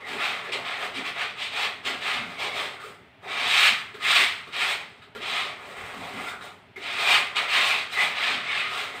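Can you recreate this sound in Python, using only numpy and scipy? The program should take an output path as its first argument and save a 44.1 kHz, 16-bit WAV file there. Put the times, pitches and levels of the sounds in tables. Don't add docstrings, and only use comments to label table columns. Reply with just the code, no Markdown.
import sys
import numpy as np
from scipy import signal
from scipy.fft import rfft, irfft, next_fast_len
from scipy.io import wavfile
from scipy.ndimage import map_coordinates

SR = 44100
rng = np.random.default_rng(int(sys.argv[2]) if len(sys.argv) > 2 else 0)


def bounce(signal):
    frames = np.transpose(np.atleast_2d(signal))
    limited = np.clip(frames, -1, 1)
    pcm = np.round(limited * 32767).astype(np.int16)
    wavfile.write(sys.argv[1], SR, pcm)


N = 396900
T = np.arange(N) / SR

STROKES = [ (0.0, 0.0076, .05, -45.5, -21, 4.5, 2), (0.055, 0.047, 0.22, -32.5, -16.5, -5.5, -3),
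           (0.175, 0.05, 0.16, -24, -21, -10.5, -2.5), (0.432, 0.013, 0.053, -31, -23, -7, -5),
           (0.52, 0.018, 0.14, -33.5, -21, -2.5, -2), (0.642, 0.024, 0.21, -28, -25.5, -10, -4),
           (0.77, 0.069, 0.035, -28.5, -17.5, -4.5, -3), (0.945, .025, .08, -32.5, -19, -5.5, -3),
           (1.041, 0.024, .035, -26, -20, -13, -4.5), (1.158, 0.06, .05, -25, -24, -11, -3.5),
           (1.368, .06, 0.059, -30, -21, -11, 8), (1.525, 0.11, 0.053, -24, -19.5, -10, 0),
           (1.851, 0.022, 0.076, -25, -19, -10, -1), (2.012, 0.077, 0.13, -24, -20.5, -11, -1),
           (2.22, 0.065, 0.24, -40.5, -16, -4, -5), (2.386, 0.01, 0.13, -28.5, -16.5, -4.5, 6),
           (2.52, .075, .1, -28, -16.5, -6, 1), (2.805, 0.045, 0.068, -42.5, -7, -4, -2),
           (3.233, 0.016, 0.04, -42.5, -35, 5.5, -3), (3.28, 0.18, 0.17, -24.3, -23, -10, 3),
           (3.47, 0.19, 0.051, -13.5, -18, -22, -1.5), (4.03, 0.17, 0.069, -15, -17.5, -20, -1),
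           (4.542, 0.1, 0.082, -22, -19.5, -13, 0), (4.64, 0.074, 0.026, -22.5, -15.5, -10.5, 0),
           (4.86, .04, 0.12, -51, -19, -7, 5), (5.215, 0.16, 0.12, -25, -21, -10.5, 0.5),
           (5.55, 0.32, .24, -40.2, -12.5, -1, -7), (5.87, 0.19, .19, -39, -13.5, 0, 1),
           (6.075, 0.13, .12, -36, -13.5, -1, -10), (6.215, .08, .038, -37.5, -9, -2, 1),
           (6.41, 0.023, 0.057, -43, -4.5, 2, 3), (6.815, 0.16, .08, -28.5, -21, -11.5, 0.5),
           (6.967, 0.19, .055, -18.5, -17.5, -12.5, -2.5), (7.355, 0.012, 0.077, -21.5, -21.5, -11, -6),
           (7.488, 0.066, 0.239, -17.5, -21, -18, -1), (7.6, 0.086, 0.083, -20.5, -15, -10, 2.5),
           (7.915, 0.025, 0.018, -28, -11, -11, -2.5), (7.96, 0.061, 0.068, -19.5, -18.5, -11.5, -.5),
           (8.146, .12, 0.14, -22, -24, -14, -1.5), (8.42, 0.16, 0.19, -25.5, -25.5, -15, -4),
           (8.67, 0.12, 0.11, -28, -16.5, -10, 0), (8.9, 0.075, .06, -39, -14, -1.5, -4), ]
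# start_s, tick_db, knock_db
TOUCHES = [(2.80, -39, -61), (3.227, -48, -49), (3.942, -37.5, -39.5), (4.47, -41, -43.5),
           (5.019, -44, -62), (5.15, -36, -35), (6.409, -38, -64.5), (6.463, -42.5, -66), (6.761, -41, -38)]
# start_s, level_db, length_s
SNAGS = [(0.519, -22, 0.018), (0.938, -32.5, 0.046), (1.048, -46, 0.028), (1.407, -33, 0.056),
         (1.849, -25, 0.028), (3.671, -21.5, 0.016), (4.526, -34, 0.028), (6.822, -38, 0.023),
         (7.115, -20, 0.048), (7.355, -23.5, 0.029), (7.906, -37, 0.024)]
# start_s, level_db, length_s, pitch_hz
JUDDERS = [(0, -36, 0.11, 2040), (0.086, -37.5, 0.1, 310), (0.463, -38, 0.12, 470),
           (0.93, -40, 0.09, 285.2), (1.843, -40, 0.095, 328), (2.12, -42.5, 0.18, 219.5),
           (2.358, -35, 0.18, 2230), (2.77, -43, 0.1, 1328), (2.81, -63, 0.077, 4450),
           (2.838, -43, 0.063, 409), (3.266, -39, 0.1, 2300), (3.683, -42, 0.041, 241.2),
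           (4.172, -40, 0.074, 330.6), (5.623, -49, 0.25, 477), (5.762, -49, 0.091, 136),
           (5.738, -43, 0.098, 2130), (5.94, -40, 0.07, 243), (5.981, -44, 0.13, 713),
           (6.11, -42, 0.1, 291), (6.187, -41.5, 0.18, 2150), (6.22, -38.5, 0.16, 1394),
           (6.412, -51, .06, 3750), (6.759, -32.5, 0.012, 2050), (6.983, -27, 0.24, 2470),
           (7.604, -26.5, 0.18, 2490), (7.916, -33.5, 0.038, 4030), (7.945, -22, 0.077, 2050),
           (8.273, -42.5, 0.095, 310), (8.461, -26, 0.076, 2135), (8.6, -38, 0.26, 1212)]

# frequency_hz, level_db
RASP_SPECTRUM = [(820, -50), (1400, -19), (1580, -11), (2460, -1), (2840, -4.5), (3310, -3.5), (4040, -8),
                 (5830, -28), (6500, -29), (8450, -37.5), (14300, -120)]
# frequency_hz, level_db
TEAR_SPECTRUM = [(2940, -33), (5000, -8.5), (6100, -13), (7560, -6.5), (8350, -2), (9820, -13.5),
                 (12200, -19), (14100, -12.5), (14900, -13), (15600, -13)]
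# frequency_hz, level_db
BOARD_SPECTRUM = [(120, -50), (200, -16), (300, -10.5), (390, -7), (470, -4), (560, -4.5), (700, 0),
                  (850, -4), (1000, -2.5), (1150, -1.5), (1400, -14), (1520, -11), (2200, -63)]
# frequency_hz, level_db
FRAME_SPECTRUM = [(30, -32), (55, -14), (85, -16.5), (120, -1), (170, -4.5), (250, -6), (400, -1.5),
                  (800, -54)]
# frequency_hz, level_db
RIP_SPECTRUM = [(400, -35), (1200, -10), (2200, 12.5), (3100, 12), (4200, 6.5), (6000, -12.0),
                (8200, -8), (11000, -28.0), (15000, -29)]
# frequency_hz, level_db
TICK_SPECTRUM = [(300, -51), (1200, 15.5), (2400, 8.5), (4000, 6.5), (6000, -16), (8300, -8), (11000, -30),
                 (15000, -18)]
# frequency_hz, level_db
AIR_SPECTRUM = [(15, -52), (25, -43), (99, 2.5), (305, -14), (495, -13.5), (598, -5), (919, -8),
                (1020, -12.5), (2120, -8.5), (3340, -14), (6380, -38), (8130, -39), (15500, -46)]

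# pitch_hz, width_hz, level_db
BLADE_NOTES = [(1246, 212, 3), (2070, 202, 6.5), (2450, 380, -11), (3170, 79, -4), (4050, 600, -24),
               (8170, 167, -14.5)]
# pitch_hz, width_hz, level_db
BOARD_NOTES = [(542, 82, -2.5), (697, 50, 3), (838, 35, 0), (1148, 23, 0), (1262, 22, -2), (1390, 32, -5.5)]
# frequency_hz, decay_s
ROOM_DECAY = [(120, 0.78), (400, 0.32), (1000, 0.59), (2800, 0.38), (7000, 0.35), (15000, 0.11)]
# frequency_hz, share (0 to 1)
STEADY_ECHO_SHARE = [(300, 0.93), (1200, 0.77), (2500, 0.49), (6000, 0.26), (12000, 0.14)]

SWELL_DB, SWELL_CURVE, EASE_DB = 9.5, 1.8, 10.5
CATCH_DB_PER_S, LIFT_DB_PER_S = 597, 134
TEAR_FOLLOW, DRAG_FOLLOW = 1.15, 0.54
USUAL_FORCE_DB, LIGHT_TOUCH_DB = -31.5, -4
TOP_HZ = 15600


def scraping(rasp_db, ring_db, ring_follow, tear_db, drum_db, hollow_db, stiffen, boom_db, boom_follow):
    start, swell, _, peak_db, tearing, drag, bite = np.transpose(STROKES)
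    force_db = push_levels(peak_db, 1)
    paper_db = push_levels(peak_db + tearing, TEAR_FOLLOW)
    wall_db = push_levels(peak_db + drag, DRAG_FOLLOW)
    press_db = force_db - USUAL_FORCE_DB
    grip = slips(per_s=4200, spread_db=5.5) * gain(1.47 * wobble(120))

    rasp = gain(force_db + rasp_db) * shaped(grip, RASP_SPECTRUM)
    steel_db = USUAL_FORCE_DB + ring_follow * press_db
    ring = gain(steel_db + ring_db) * ringing(slips(per_s=2500, spread_db=6.0), BLADE_NOTES)
    blade = brighten(rasp + ring, np.interp(T, start + swell, bite), split_hz=2310)
    fibres = gain(paper_db + tear_db) * shaped(grip, TEAR_SPECTRUM)

    drum = gain(drum_db) * shaped(grip, BOARD_SPECTRUM)
    hollow = gain(hollow_db) * hollow_board(wander_db=1.0)
    lean_db = stiffen * np.maximum(press_db, LIGHT_TOUCH_DB)
    board = gain(wall_db) * brighten(drum + hollow, lean_db, split_hz=670)
    shake_db = boom_db + boom_follow * (wall_db - wall_db.mean())
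    frame = gain(shake_db) * shaped(slips(per_s=500, spread_db=8.5), FRAME_SPECTRUM)
    return blade + fibres + board + frame


def push_levels(peaks_db, follow):
    t = T[::32]
    start, swell, ease = np.transpose(STROKES)[:3, :, None]
    age = t - start
    swelling = -SWELL_DB * np.clip(1 - age / swell, 0, 1) ** SWELL_CURVE
    easing = -EASE_DB * np.clip((age - swell) / ease, 0, 1)
    catching = -CATCH_DB_PER_S * np.maximum(-age, 0)
    lifting = -LIFT_DB_PER_S * np.maximum(age - swell - ease, 0)
    each_push = peaks_db[:, None] + follow * (swelling + easing) + catching + lifting
    return np.interp(T, t, each_push.max(axis=0))


def hollow_board(wander_db):
    taps = slips(per_s=2000, spread_db=1.5)
    return normalise(sum(gain(db + wander_db * wobble(3.32)) * ringing(taps, [(hz, width, 0)])
                         for hz, width, db in BOARD_NOTES))


def snags(level_db):
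    loudness = sum(gain(db) * burst(start, length, fade_s=0.0023) for start, db, length in SNAGS)
    return gain(level_db) * loudness * shaped(slips(per_s=2400, spread_db=4.5), RIP_SPECTRUM)


def judders(level_db, stray_hz_at_1khz):
    tones = np.zeros(N)
    stray = np.cumsum(stray_hz_at_1khz * wobble(160)) / SR
    for start, db, length, hz in JUDDERS:
        span = (T > start) & (T < start + length)
        swell = np.abs(np.sin(np.pi * (T[span] - start) / length)) ** .5
        cycles = hz * T[span] + (hz / 1000) ** 0.254 * stray[span]
        tones[span] += gain(db + level_db) * swell * np.sin(2 * np.pi * cycles)
    flutter = normalise(gain(2.5 * wobble(80)))
    return tones * flutter


def touches(tick_db, knock_db, tick_fade_s, knock_fade_s):
    ticks = sum(gain(db) * burst(start, 0, tick_fade_s) for start, db, _ in TOUCHES)
    knocks = sum(gain(db) * burst(start, 0, knock_fade_s) for start, _, db in TOUCHES)
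    steel = shaped(rng.standard_normal(N), TICK_SPECTRUM)
    board = ringing(rng.standard_normal(N), [(364, 120, 0)])
    return gain(tick_db) * ticks * steel + gain(knock_db) * knocks * board


def room(x, direct):
    share = lambda hz: np.clip(value_at(STEADY_ECHO_SHARE, hz), 0, 1)
    steady = filtered(steady_echo(x, early_s=0.02, early_boost=1.0), lambda hz: np.sqrt(share(hz)))
    wash = filtered(echo_wash(x, near_share=0.75, near_decay_s=0.21), lambda hz: np.sqrt(1 - share(hz)))
    return (direct * x + steady + wash) / np.hypot(1, direct)


def steady_echo(x, early_s, early_boost):
    hz, t, noise = signal.stft(rng.standard_normal(SR * 3 // 4), SR, nperseg=256)
    early = 1 + early_boost * np.exp(-t / early_s)
    decay = gain(-60 * t / value_at(ROOM_DECAY, hz)[:, None]) * early
    decay /= np.sqrt(np.mean(decay ** 2, axis=1, keepdims=True))
    tail = signal.istft(noise * decay, SR, nperseg=256)[1]
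    return signal.fftconvolve(x, tail / np.linalg.norm(tail))[:N]


def echo_wash(x, near_share, near_decay_s, size=512):
    hz, t, bands = signal.stft(x, SR, nperseg=size)
    steps = t.size // 10
    fading = lambda decay_s: normalise(gain(-60 * t[:steps] / decay_s)) ** 2 / steps
    fades = np.array([near_share * fading(near_decay_s) + (1 - near_share) * fading(decay_s)
                      for decay_s in value_at(ROOM_DECAY, hz)])
    energy = np.abs(signal.fftconvolve(np.abs(bands) ** 2, fades, axes=1))[:, :t.size]
    noise = signal.stft(rng.standard_normal(N), nperseg=size)[2]
    tail = signal.istft(np.sqrt(energy) * noise / noise.std(), nperseg=size)[1]
    return np.pad(tail, (size // 2, 0))[:N]


def background(air_db, hum_db, hum_hz):
    hum = np.sqrt(2) * np.sin(2 * np.pi * hum_hz * T + .5 * wobble(4.4))
    air = shaped(rng.standard_normal(N), AIR_SPECTRUM)
    return gain(air_db) * air + gain(hum_db) * hum


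def slips(per_s, spread_db):
    sizes = gain(spread_db * np.clip(rng.standard_normal(N), -2.5, 2.5))
    happens = rng.random(N) < per_s / SR
    return normalise(happens * sizes * rng.choice([-1, 1], N))


def burst(start_s, hold_s, fade_s):
    return (T >= start_s) * np.exp(-np.maximum(T - start_s - hold_s, 0) / fade_s)


def wobble(per_s):
    t = T[::16]
    curve = map_coordinates(rng.standard_normal(N // 20), [t * per_s], mode="wrap")
    return np.interp(T, t, curve)


def ringing(x, notes):
    def response(hz):
        return sum((-1) ** k * gain(db) * 1j * hz * width / (pitch ** 2 - hz ** 2 + 1j * hz * width)
                   for k, (pitch, width, db) in enumerate(notes))
    return normalise(filtered(x, response))


def brighten(x, tilt_db, split_hz):
    highs = filtered(x, lambda hz: 1 - 1 / (1 + (hz / split_hz) ** 6))
    return highs * gain(tilt_db / 2) + (x - highs) * gain(-tilt_db / 2)


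def shaped(x, spectrum):
    return normalise(filtered(x, lambda hz: gain(value_at(spectrum, hz))))


def filtered(x, response):
    size = next_fast_len(N + SR // 2)
    return irfft(rfft(x, size) * response(np.fft.rfftfreq(size, 1 / SR)), size)[:N]


def value_at(table, hz):
    frequencies, values = np.transpose(table)
    return np.interp(np.log(hz + 1), np.log(frequencies), values)


def normalise(x):
    return x / np.sqrt(np.mean(x ** 2) + 1e-20)


def gain(db):
    return 10 ** (np.asarray(db) / 20)


def scene():
    work = scraping(rasp_db=-2.3, ring_db=-6.5, ring_follow=0.77, tear_db=-3, drum_db=-2.5,
                    hollow_db=-9, stiffen=0.74, boom_db=-55, boom_follow=0.18)
    work += snags(level_db=-1.0)
    work += judders(level_db=2, stray_hz_at_1khz=83.8)
    work += touches(tick_db=0.5, knock_db=-1.5, tick_fade_s=0.023, knock_fade_s=0.036)
    return (room(work, direct=0.54) + background(air_db=-56, hum_db=-71.0, hum_hz=94.0))[None]


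def record(dry):
    return filtered(dry[0], lambda hz: hz < TOP_HZ)[None]


dry = scene()
out = record(dry)
bounce(out)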